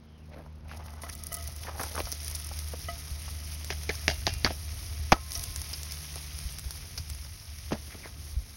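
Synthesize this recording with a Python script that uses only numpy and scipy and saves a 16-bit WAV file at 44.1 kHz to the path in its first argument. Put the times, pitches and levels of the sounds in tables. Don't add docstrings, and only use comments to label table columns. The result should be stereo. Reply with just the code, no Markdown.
import sys
import numpy as np
from scipy import signal
from scipy.fft import rfft, irfft, next_fast_len
from scipy.io import wavfile
from scipy.ndimage import uniform_filter1d

SR = 44100
rng = np.random.default_rng(int(sys.argv[2]) if len(sys.argv) > 2 else 0)


def master(y):
    cut = np.clip(np.atleast_2d(y).T, -1, 1)
    pcm = np.round(cut * 32767)
    wavfile.write(sys.argv[1], SR, pcm.astype(np.int16))


N = 377844
TIME = np.arange(N) / SR


def amp(db):
    return 10 ** (np.asarray(db) / 20)


def decibels(power):
    return 10 * np.log10(power + 1e-20)


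def evened(x):
    return x / np.sqrt(np.mean(x ** 2) + 1e-20)


def peaked(x):
    return x / (abs(x).max() + 1e-20)


def read(points, hz):
    f, value = np.transpose(points)
    return np.interp(np.log(hz + 1), np.log(f + 1), value)


def follow(rows):
    s, *columns = np.transpose(rows)
    return [np.interp(TIME, s, column) for column in columns]


def since(s):
    return np.maximum(TIME - s, 0)


def add(mix, s, sound):
    part = mix[max(round(s * SR), 0):][:len(sound)]
    part += sound[:len(part)]


def impulse(spectrum, tilt_db=0, size=4096):
    hz = abs(np.fft.fftfreq(size, 1 / SR))
    gain_db = read(spectrum, hz) + tilt_db * np.log2(hz / 1000 + .5)
    log_gain = np.log(amp(gain_db))
    return np.fft.ifft(np.exp(np.conj(signal.hilbert(log_gain)))).real


def coloured(x, spectrum, tilt_db=0):
    return evened(signal.oaconvolve(x, impulse(spectrum, tilt_db))[:len(x)])


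def band(hz):
    return [(hz / 10, -30), (hz / 2.0, -11), (hz, 0), (hz * 1.39, -9), (hz * 10, -32)]


def drift(rate_hz):
    size = next_fast_len(N)
    hz = np.fft.rfftfreq(size, 1 / SR)
    return evened(irfft(rfft(rng.standard_normal(size)) / (1 + (hz / rate_hz) ** 2), size)[:N])


def swell(u):
    return (u * np.exp(1 - u)) ** 2


def bend(t, hz, steep):
    cycles = 2.08
    u = t * hz / cycles
    envelope = u ** 2 * np.exp(2 * (1 - u ** steep) / steep)
    return envelope * np.sin(2 * np.pi * cycles * 4 * u / (1 + u))


# time in seconds, then the level of the first, second and third tone in dB.
ENGINE_TONES = [(0, -56.5, -60, -63), (.4, -47, -54.5, -62.5), (1.2, -46.5, -58, -60),
                (1.8, -44, -65, -76.5), (2.7, -40.5, -57, -73), (4, -40.5, -55.5, -62),
                (5, -40.5, -68, -104), (6, -45, -52, -81), (6.8, -46.5, -55.5, -82), (7.5, -46, -67, -102),
                (8.57, -49, -64, -64)]
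# time in seconds, firing rate in Hz.
ENGINE_RATE = [(0, 76.9), (1.3, 76.4), (2.8, 75.2), (3.8, 75.7), (5, 74.9), (6.7, 74.3), (8.57, 73.4)]


def engine():
    waver_db, waver_hz = 1.3, 2.2
    hz, = follow(ENGINE_RATE)
    turns = np.cumsum(hz + 0.15 * drift(1.44)) / SR
    out = np.zeros(N)
    for multiple, db in enumerate(follow(ENGINE_TONES), 1):
        out += amp(db + waver_db * drift(waver_hz)) * np.sin(2 * np.pi * multiple * turns)
    return np.sqrt(2) * out


# middle in seconds, length in seconds, level in dB before a trim.
GUSTS = [(1.937, 2.3, -52.5), (3.314, 0.4, -49), (4.333, 0.59, -40), (4.887, 0.48, -45), (5.435, 0.31, -44),
         (7.194, 1.4, -49), (8.375, 0.11, -44)]


def breeze():
    breeze_db, rise_s = -51.5, 0.64
    lumps_db, lumps_hz = 2.5, 13
    steady = amp(breeze_db) * (1 - np.exp(-TIME / rise_s))
    gusts = [amp(db) * np.exp(-(2 * (TIME - s) / length) ** 2) for s, length, db in GUSTS]
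    return decibels(steady ** 2 + np.square(gusts).sum(0)) + lumps_db * drift(lumps_hz)


# frequency in Hz, relative strength in dB.
WIND_TONE = [(15, -77), (25, -56), (37, 2), (60, 5.5), (80, 7), (110, -1.5), (180, -17.5), (300, -27),
             (600, -38.5), (2000, -67)]
YARD_TONE = [(20, -29), (40, 2.5), (120, 6.5), (220, 1), (350, -3.5), (800, -10.5), (2000, -17),
             (5000, -23.5), (15000, -101)]
# time in seconds, level in dB.
YARD_LEVEL = [(0, -59.5), (1.5, -57.5), (4, -57), (7, -59.5), (7.5, -68.5), (7.9, -55), (8.57, -61.5)]


def air():
    gust_db = breeze()
    yard_db, = follow(YARD_LEVEL)
    wind = np.array([coloured(rng.standard_normal(N), WIND_TONE) for _ in range(3)])
    yard = np.array([coloured(rng.standard_normal(N), YARD_TONE) for _ in range(3)])
    wind_sound = amp(gust_db + 1.0) * (wind[0] + 0.99 * wind[1:])
    return wind_sound + amp(yard_db) * (yard[0] + 1.13 * yard[1:])


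# start in seconds, peak level in dB.
THUMPS = [(3.111, -30), (5.124, -24), (6.451, -28), (6.657, -29.5), (8.365, -21.5)]


def thumps():
    out, t = np.zeros(N), TIME[:8000]
    thump = peaked(t * np.exp(-t / 0.009) * np.sin(2 * np.pi * 62 * t))
    for s, db in THUMPS:
        add(out, s, amp(db) * thump)
    return out


# start in seconds, level in dB before a trim.
CLANGS = [(1.035, -43.5), (1.26, -52), (1.319, -39.5), (1.371, -43), (1.405, -48.5), (2.071, -47),
          (2.886, -31.5), (5.36, -44)]
# pitch in Hz, relative level in dB, seconds to fall by 60 dB.
IRON_TONES = [(686, 5, 0.19), (1266, 5, 0.12), (1982, 5.5, 0.085), (3000, 5.5, 0.057)]
# start in seconds, level in dB, pitch in Hz, seconds to fall by 60 dB.
SINGLE_RINGS = [(4.081, -35, 2790, 0.28), (4.266, -46, 2440, 0.79), (4.266, -40, 2760, 0.61),
                (4.08, -40, 4743, 0.25), (4.268, -46, 4640, 0.54), (4.265, -40, 5130, 0.32),
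                (5.122, -54.5, 1057, 3.4), (5.139, -32.5, 1290, 0.15), (5.139, -35, 1272, 0.11)]


def skillet(boil, spit, load):
    out, t = np.zeros(N), TIME[:SR]
    ring = peaked(sum(amp(db - 60 * t / t60) * np.sin(2 * np.pi * hz * t) for hz, db, t60 in IRON_TONES))
    for s, db in CLANGS:
        add(out, s, amp(db + 7.5) * ring)
    for s, db, hz, t60 in SINGLE_RINGS:
        add(out, s, amp(db - 60 * t / t60) * np.sin(2 * np.pi * hz * t))
    hum_db = 3.5 + decibels(boil + amp(-6.5) ** 2 * spit)
    damping = 1 + load / amp(-56.5) ** 2
    hum = signal.oaconvolve(rng.standard_normal(N), ring * np.exp(-t / 0.035))[:N]
    return out + amp(hum_db) / damping * evened(hum)


# start in seconds, crack peak in dB, crack and rattle tilt in dB per octave,
# snap pitch in Hz, snap peak in dB, bending wave pitch in Hz, bending wave level in dB,
# how steeply that wave ends, flex pitch in Hz, flex level in dB, rattle peak in dB, rattle decay in seconds.
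KNOCKS = [(3.7033, -38, 0, 2450, -17.5, 720, -29, 0.98, 404, -36, -20, 0.015),
          (3.8925, -31, -2, 2350, -23, 693, -31.5, 0.89, 435, -28, -19, 0.013),
          (4.0806, -5.5, 0.5, 2550, -10, 905, -28.5, 0.76, 412, -28.5, -16, 0.02),
          (4.2677, -3, 0, 4570, -11.5, 920, -33, 1.7, 420, -28, -15.5, 0.02),
          (4.4468, -6.5, -2, 4630, -4.5, 760, -24, 1.4, 396, -31, -13.5, 0.019),
          (4.504, -38, -3.5, 1500, -39, 714, -32, 2, 510, -34, -27.5, 0.013),
          (5.1206, -6.5, 5.5, 2300, -11, 895, 1, 4.5, 792, -6, -11, 0.0086),
          (5.125, -6.5, -6, 2520, 1, 1040, -9, 4.1, 166, -19, 1, 0.0031),
          (7.7194, -29, -1, 2360, -25.5, 512, -22, 0.59, 214.4, -24.5, -24.5, 0.023)]
# frequency in Hz, relative strength in dB.
CRACK_TONE = [(100, 2.5), (330, 0), (480, -17), (620, 7), (850, 1.5), (1100, -19), (1700, 2), (2300, 3),
              (3000, 4.5), (4600, 3), (7000, 2), (10000, -15.5), (16000, -17.5)]
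# multiple of the flex pitch, relative level in dB.
FLEX_TONES = [(1.002, 10.5), (1.34, 7.5), (2.05, -2), (3.1, 7), (3.7, -0.5)]


def flexing(t, pitch_hz, decay_s):
    flex = np.zeros(len(t))
    for multiple, db in FLEX_TONES:
        hz = multiple * pitch_hz
        life_s = min(3 / hz, decay_s)
        flex += amp(db) * np.sin(2 * np.pi * hz * t) * np.exp(-t / life_s)
    flex *= 1 - np.exp(-t / 0.0024)
    u = t / 0.00085
    puff = peaked(u * (2 - u) * np.exp(-u))
    return peaked(flex) + amp(-8) * puff


def rattling(t, tilt_db, decay_s):
    unevenness = evened(uniform_filter1d(rng.standard_normal(len(t)), size=90))
    rattle = rng.standard_normal(len(t)) * amp(4 * unevenness)
    bright = coloured(rattle * np.exp(-t / decay_s), CRACK_TONE, tilt_db)
    dull = coloured(rattle * np.exp(-t / (1.45 * decay_s)), CRACK_TONE, tilt_db - 3)
    return peaked(bright + .5 * dull)


def plate():
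    out, t = np.zeros(N), TIME[:6000]
    for (s, crack_db, tilt_db, snap_hz, snap_db, bend_hz, bend_db, steep,
         flex_hz, flex_db, rattle_db, decay_s) in KNOCKS:
        crack = 0.34 * rng.standard_normal(len(t)) * np.exp(-t / 0.00095)
        crack[0] = 1
        snap = np.sin(2 * np.pi * snap_hz * t) * swell(t / 0.0003)
        blow = amp(crack_db) * peaked(coloured(crack, CRACK_TONE, tilt_db))
        blow += amp(snap_db) * snap
        blow += amp(bend_db) * bend(t, bend_hz, steep)
        blow += amp(rattle_db) * rattling(t, tilt_db, decay_s)
        blow += amp(flex_db) * flexing(t, flex_hz, decay_s)
        add(out, s, blow)
    return out


# start in seconds, length in seconds,
# level in dB before doubling, first pitch in Hz, last pitch in Hz.
RUBS = [(0.055, 0.22, -70, 3140, 2470), (3.721, 0.015, -46.5, 1610, 2510), (3.893, 0.0062, -30, 2440, 2300),
        (3.9, 0.0086, -34.5, 1830, 1750), (8.029, 0.024, -50.5, 2290, 2070)]


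def rub():
    out, jitter_hz = np.zeros(N), 170 * drift(320)
    for s, length, db, from_hz, to_hz in RUBS:
        now = (TIME >= s) & (TIME < s + length)
        u = (TIME[now] - s) / length
        hz = from_hz + (to_hz - from_hz) * u ** 2 + jitter_hz[now]
        envelope = 2 * np.sqrt(abs(np.sin(np.pi * u)))
        add(out, s, amp(db) * envelope * np.sin(2 * np.pi * np.cumsum(hz) / SR))
    return out


# start in seconds, level in dB before a trim, pitch in Hz.
TUMBLES = [(0.462, -41.5, 890), (0.714, -28, 1500), (0.805, -38, 950), (0.829, -44, 2500),
           (0.882, -30, 2600), (1.035, -29.5, 1150), (1.066, -30.5, 980), (1.0918, -25.5, 2220),
           (1.487, -39, 730), (1.634, -26.5, 3000), (1.669, -23.5, 1900), (1.681, -26, 1160),
           (1.796, -26, 1240), (1.801, -27, 900), (1.8135, -26, 980), (1.8355, -21, 1210),
           (1.951, -29, 1190), (1.963, -25.5, 1210), (1.9774, -19, 1050), (1.991, -27, 850),
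           (2.002, -27, 650), (2.0019, -20.5, 3340), (2.071, -27.5, 1000), (2.513, -32, 850),
           (2.734, -26.5, 490), (3.279, -32, 1170), (3.9066, -28.5, 1950), (4.274, -19.5, 750),
           (4.463, -18, 1720), (4.463, -20, 650), (4.472, -22, 1400), (6.157, -29.5, 710),
           (7.249, -39.5, 750), (7.708, -28, 880), (7.729, -22, 1640), (7.946, -33, 415), (8.057, -31, 463)]
# middle in seconds,
# length in seconds, level in dB before the fade in and out, strongest frequency in Hz.
SCRAPES = [(0.338, 0.031, -55, 2120), (0.392, 0.15, -51, 600), (0.724, 0.071, -50.5, 2470),
           (0.782, 0.27, -52.5, 870), (1.023, 0.21, -56.5, 1160), (1.682, 0.088, -45, 980),
           (1.815, 0.16, -46.5, 850), (1.807, 0.027, -39, 815), (1.965, 0.13, -51.5, 616),
           (5.153, 0.055, -40, 855), (7.751, 0.035, -44.5, 600), (7.927, 0.045, -48, 2230),
           (8.059, 0.036, -44.5, 1950)]


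def pats_and_scrapes():
    out, t = np.zeros(N), TIME[:2048]
    for s, db, hz in TUMBLES:
        settle = peaked(coloured(rng.standard_normal(len(t)) * np.exp(-t / 0.0058), band(hz)))
        add(out, s, amp(db - 8.5) * (bend(t, hz, 1.3) + amp(3.5) * settle))
    rough = rng.standard_normal(N) * amp(3 * drift(120))
    for s, length, db, hz in SCRAPES:
        near = abs(TIME - s) < length
        envelope = np.exp(-(2 * (TIME[near] - s) / length) ** 2)
        add(out, s - length, amp(db) * coloured(rough[near], band(hz)) * envelope)
    return out


# start in seconds, peak level in dB, pitch in Hz.
SQUEAKS = [(1.019, -26.5, 8000), (2.053, -26, 5760), (2.123, -21.5, 6200), (3.221, -30, 8800),
           (3.952, -27, 5600), (5.352, -20.5, 5800), (5.731, -23, 5130), (6.976, -21.5, 4900)]


def squeaks():
    out, t = np.zeros(N), TIME[:2048]
    for s, db, hz in SQUEAKS:
        puff = rng.standard_normal(len(t)) * np.exp(-t / 0.009)
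        ring = np.exp(-t / 0.00029) * np.cos(2 * np.pi * hz * t)
        add(out, s, amp(db) * peaked(signal.fftconvolve(puff, ring)[:len(t)]))
    return out


# start in seconds, level in dB before a trim, pitch of the bursting bubble in Hz.
POPS = [(1.0977, -21, 5740), (1.1518, -24.5, 9800), (1.237, -17, 10300), (1.2685, -14.5, 9000),
        (1.3292, -15.5, 9400), (1.342, -13, 9700), (1.369, -21, 10000), (1.387, -28, 10600),
        (1.4415, -27, 6200), (1.476, -18, 6340), (1.5633, -25, 10600), (1.8333, -17, 9900),
        (1.9551, -19, 10000), (2.1182, -14.5, 5820), (2.125, -18, 9150), (2.2473, -22, 10200),
        (2.2807, -16.5, 9600), (2.353, -17, 10200), (2.358, -21, 9900), (2.4, -22.5, 10400),
        (2.446, -22, 9600), (2.4903, -23.5, 9400), (3.6458, -22, 5930), (3.8353, -24.5, 9400),
        (4.339, -19.5, 8900), (5.308, -22, 9000), (5.335, -26, 4000), (5.395, -21, 6000),
        (5.351, -30, 6200), (5.4392, -17.5, 9060), (5.5611, -17, 10100), (5.617, -19.5, 9800),
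        (5.7312, -25, 3500), (5.8326, -21, 9160), (5.9214, -18.5, 5200), (6.1578, -20, 9700),
        (6.389, -20.5, 9050), (6.5239, -29, 9000), (6.5862, -22, 5860), (6.594, -22, 4080),
        (6.708, -19.5, 5360), (6.9767, -40, 3700), (7.1005, -21.5, 8100), (7.149, -28, 6700)]
# time in seconds, tilt in dB per octave.
POP_TILT = [(1.2, 3.5), (3.6, -4.5), (6.7, -3.5)]
# frequency in Hz, relative strength in dB.
SNAP_TONE = [(300, -24.5), (1000, -18), (4000, -3), (5500, 3), (8000, 8), (11000, 3.5), (13300, 0),
             (15700, 8)]


def pops():
    out, t = np.zeros((2, N)), TIME[:1024]
    lag_s = 0.000025
    for s, db, hz in POPS:
        spray = 0.13 * rng.standard_normal(len(t)) * np.exp(-t / 0.0027)
        spray[0] = 1
        tilt_db = np.interp(s, *np.transpose(POP_TILT))
        ring = np.sin(2 * np.pi * hz * t) * np.exp(-t / 0.00079)
        pop = amp(db + 7.0) * (peaked(coloured(spray, SNAP_TONE, tilt_db)) + 0.25 * ring)
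        add(out[0], s, pop)
        add(out[1], s + lag_s * rng.uniform(-1, 1), pop)
    return out


# start in seconds, boiling they bring in dB,
# spitting of their surface water in dB.
BATCHES = [(0.678, -65, -75), (1.02, -57.5, -70), (1.22, -62, -68), (1.307, -58.5, -39.5),
           (1.768, -50.5, -42.5), (1.979, -61, -39.5), (2.26, -62, -40), (3.65, -58.5, -52),
           (5.311, -52, -38.5)]
# time in seconds, distance in metres.
DISTANCE = [(0, 0.46), (6.2, 0.41), (7.5, 0.65), (8.57, 0.79)]


def frying():
    wet_s = 0.0023
    spit_s, flash_s = 0.065, 0.21
    build_s, dry_s = 0.04, 6.54
    linger_db, linger_s = -14.5, 0.79
    boil, flash, spit, load = np.zeros((4, N))
    for s, db, spit_db in BATCHES:
        age, amount = since(s), amp(db) ** 2
        wet = 1 - np.exp(-age / wet_s)
        boil += amount * (1 - np.exp(-age / build_s)) * np.exp(-age / dry_s)
        flash += amount * wet * np.exp(-age / flash_s)
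        lingering = amp(linger_db) ** 2 * np.exp(-age / linger_s)
        spit += amp(spit_db) ** 2 * wet * (np.exp(-age / spit_s) + lingering)
        load += amount * wet
    metres, = follow(DISTANCE)
    near = (metres[0] / metres) ** 2
    return near * boil, near * flash, near * spit, load


def bursts(per_s, spread_db, cycles, count=8):
    t, out = TIME[:512], np.zeros(N)
    size = amp(spread_db * np.minimum(rng.exponential(1, N), 4.5)) * rng.choice([-1, 1], N)
    size *= rng.random(N) < per_s / SR
    kind = rng.integers(0, count, N)
    for k, hz in enumerate(np.linspace(900, 16000, count)):
        ring = np.exp(-t * hz / cycles) * np.cos(2 * np.pi * hz * t)
        out += signal.oaconvolve(size * (kind == k), ring / np.linalg.norm(ring))[:N]
    return out


# frequency in Hz, relative strength in dB.
FIZZ_TONE = [(1500, -17.5), (4000, -2.5), (6000, -0.5), (7500, 5.5), (9500, 0.5), (11500, -1), (13300, -5),
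             (15700, 3.5)]
BUBBLING_TONE = [(250, -29), (500, -42), (750, -7.5), (1500, -2.5), (2200, 6), (3700, 5), (4500, 2),
                 (5100, 6.5), (6200, 6.5), (8000, -0.5), (13000, -39)]


def oil(boil, flash, spit, load):
    idle_db = -74
    fizz_db = decibels(amp(-1.0) ** 2 * boil + amp(3.0) ** 2 * flash + amp(idle_db - 4.0) ** 2)
    bubbling_db = decibels(boil + amp(idle_db) ** 2)
    crackle_db = decibels(spit + amp(-17) ** 2 * boil)
    flurry = drift(8.2)
    sputter_db = 5.5 / (1 + load / amp(-51.5) ** 2) * (drift(58) - .5)
    flutter_db = 1.5 * drift(35)
    clump_db = 3 * drift(48)

    fizz = coloured(bursts(per_s=8300, spread_db=0.0, cycles=0.36), FIZZ_TONE)
    fizz *= amp(fizz_db + 8.0 + 1.15 * flurry + sputter_db)
    bubbling = coloured(bursts(per_s=7000, spread_db=-0.3, cycles=0.31), BUBBLING_TONE)
    bubbling *= amp(bubbling_db - 0.34 + 0.39 * flurry + flutter_db)
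    crackle = coloured(bursts(per_s=340, spread_db=2.8, cycles=0.6), SNAP_TONE)
    crackle *= amp(crackle_db + 4.5 + clump_db + sputter_db)
    ringing = coloured(bursts(per_s=260, spread_db=2.6, cycles=2.5), BUBBLING_TONE)
    ringing *= amp(bubbling_db - 7)
    return fizz + bubbling + crackle + ringing


# frequency in Hz, angle in radians by which left leads.
PORT_PHASE = [(0, 0), (400, -.1), (1000, -1.1), (1400, 0), (2000, .5), (2900, 2), (4300, 1.7), (4900, -.3),
              (6000, 1.1), (7000, 2.95), (8300, 3.3), (9300, 4.9), (10200, 6.25), (11700, 6.3),
              (12300, 6.8), (13200, 9.15), (14900, 9.6), (15700, 10.5)]
# frequency in Hz, left minus right in dB.
PORT_BALANCE = [(330, 1), (600, -8), (1400, -7.5), (2100, -2.5), (3500, -5.5), (4600, -3), (5100, 2.5),
                (6200, 0)]
# frequency in Hz, level in dB before a trim.
SCATTER = [(100, 4), (250, 5.5), (600, 0.5), (2000, -13), (3200, -16.5), (5500, -7), (7500, -66),
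           (9500, -44), (11000, -0.5), (13000, -24), (15000, -10.5)]


def ports(spread, fixed):
    size = next_fast_len(N + SR // 4)
    hz = np.fft.rfftfreq(size, 1 / SR)
    side = np.array([[.5], [-.5]])
    direct = rfft(spread + fixed, size) * np.exp(1j * side * np.interp(hz, *np.transpose(PORT_PHASE)))
    wander = np.array([drift(560), drift(420)])
    moving = (spread + 0.25 * fixed) * wander
    scattered = rfft(moving, size) * amp(read(SCATTER, hz) - 1.0)
    return irfft((direct + scattered) * amp(side * read(PORT_BALANCE, hz)), size)[:, :N]


def scene():
    background = engine() + air() + thumps()
    boil, flash, spit, load = frying()
    fixed = skillet(boil, spit, load) + plate()
    spread = rub() + pats_and_scrapes() + squeaks() + pops() + oil(boil, flash, spit, load)
    return background + ports(spread, fixed)


def record(dry):
    power_db = 10 * np.log10(abs(uniform_filter1d((dry ** 2).mean(0), size=200)) + 1e-12)
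    recovery_db = 27 * TIME
    held_db = np.maximum.accumulate(power_db + recovery_db) - recovery_db
    over_db = np.maximum(held_db + 10.5, 0)
    limited = np.tanh(dry * amp(-.55 * uniform_filter1d(over_db, size=100)))
    lowpass = signal.firwin(511, 15950, window=("kaiser", 9), fs=SR)
    return signal.oaconvolve(limited, lowpass[None], "same")


dry = scene()
out = record(dry)
master(out)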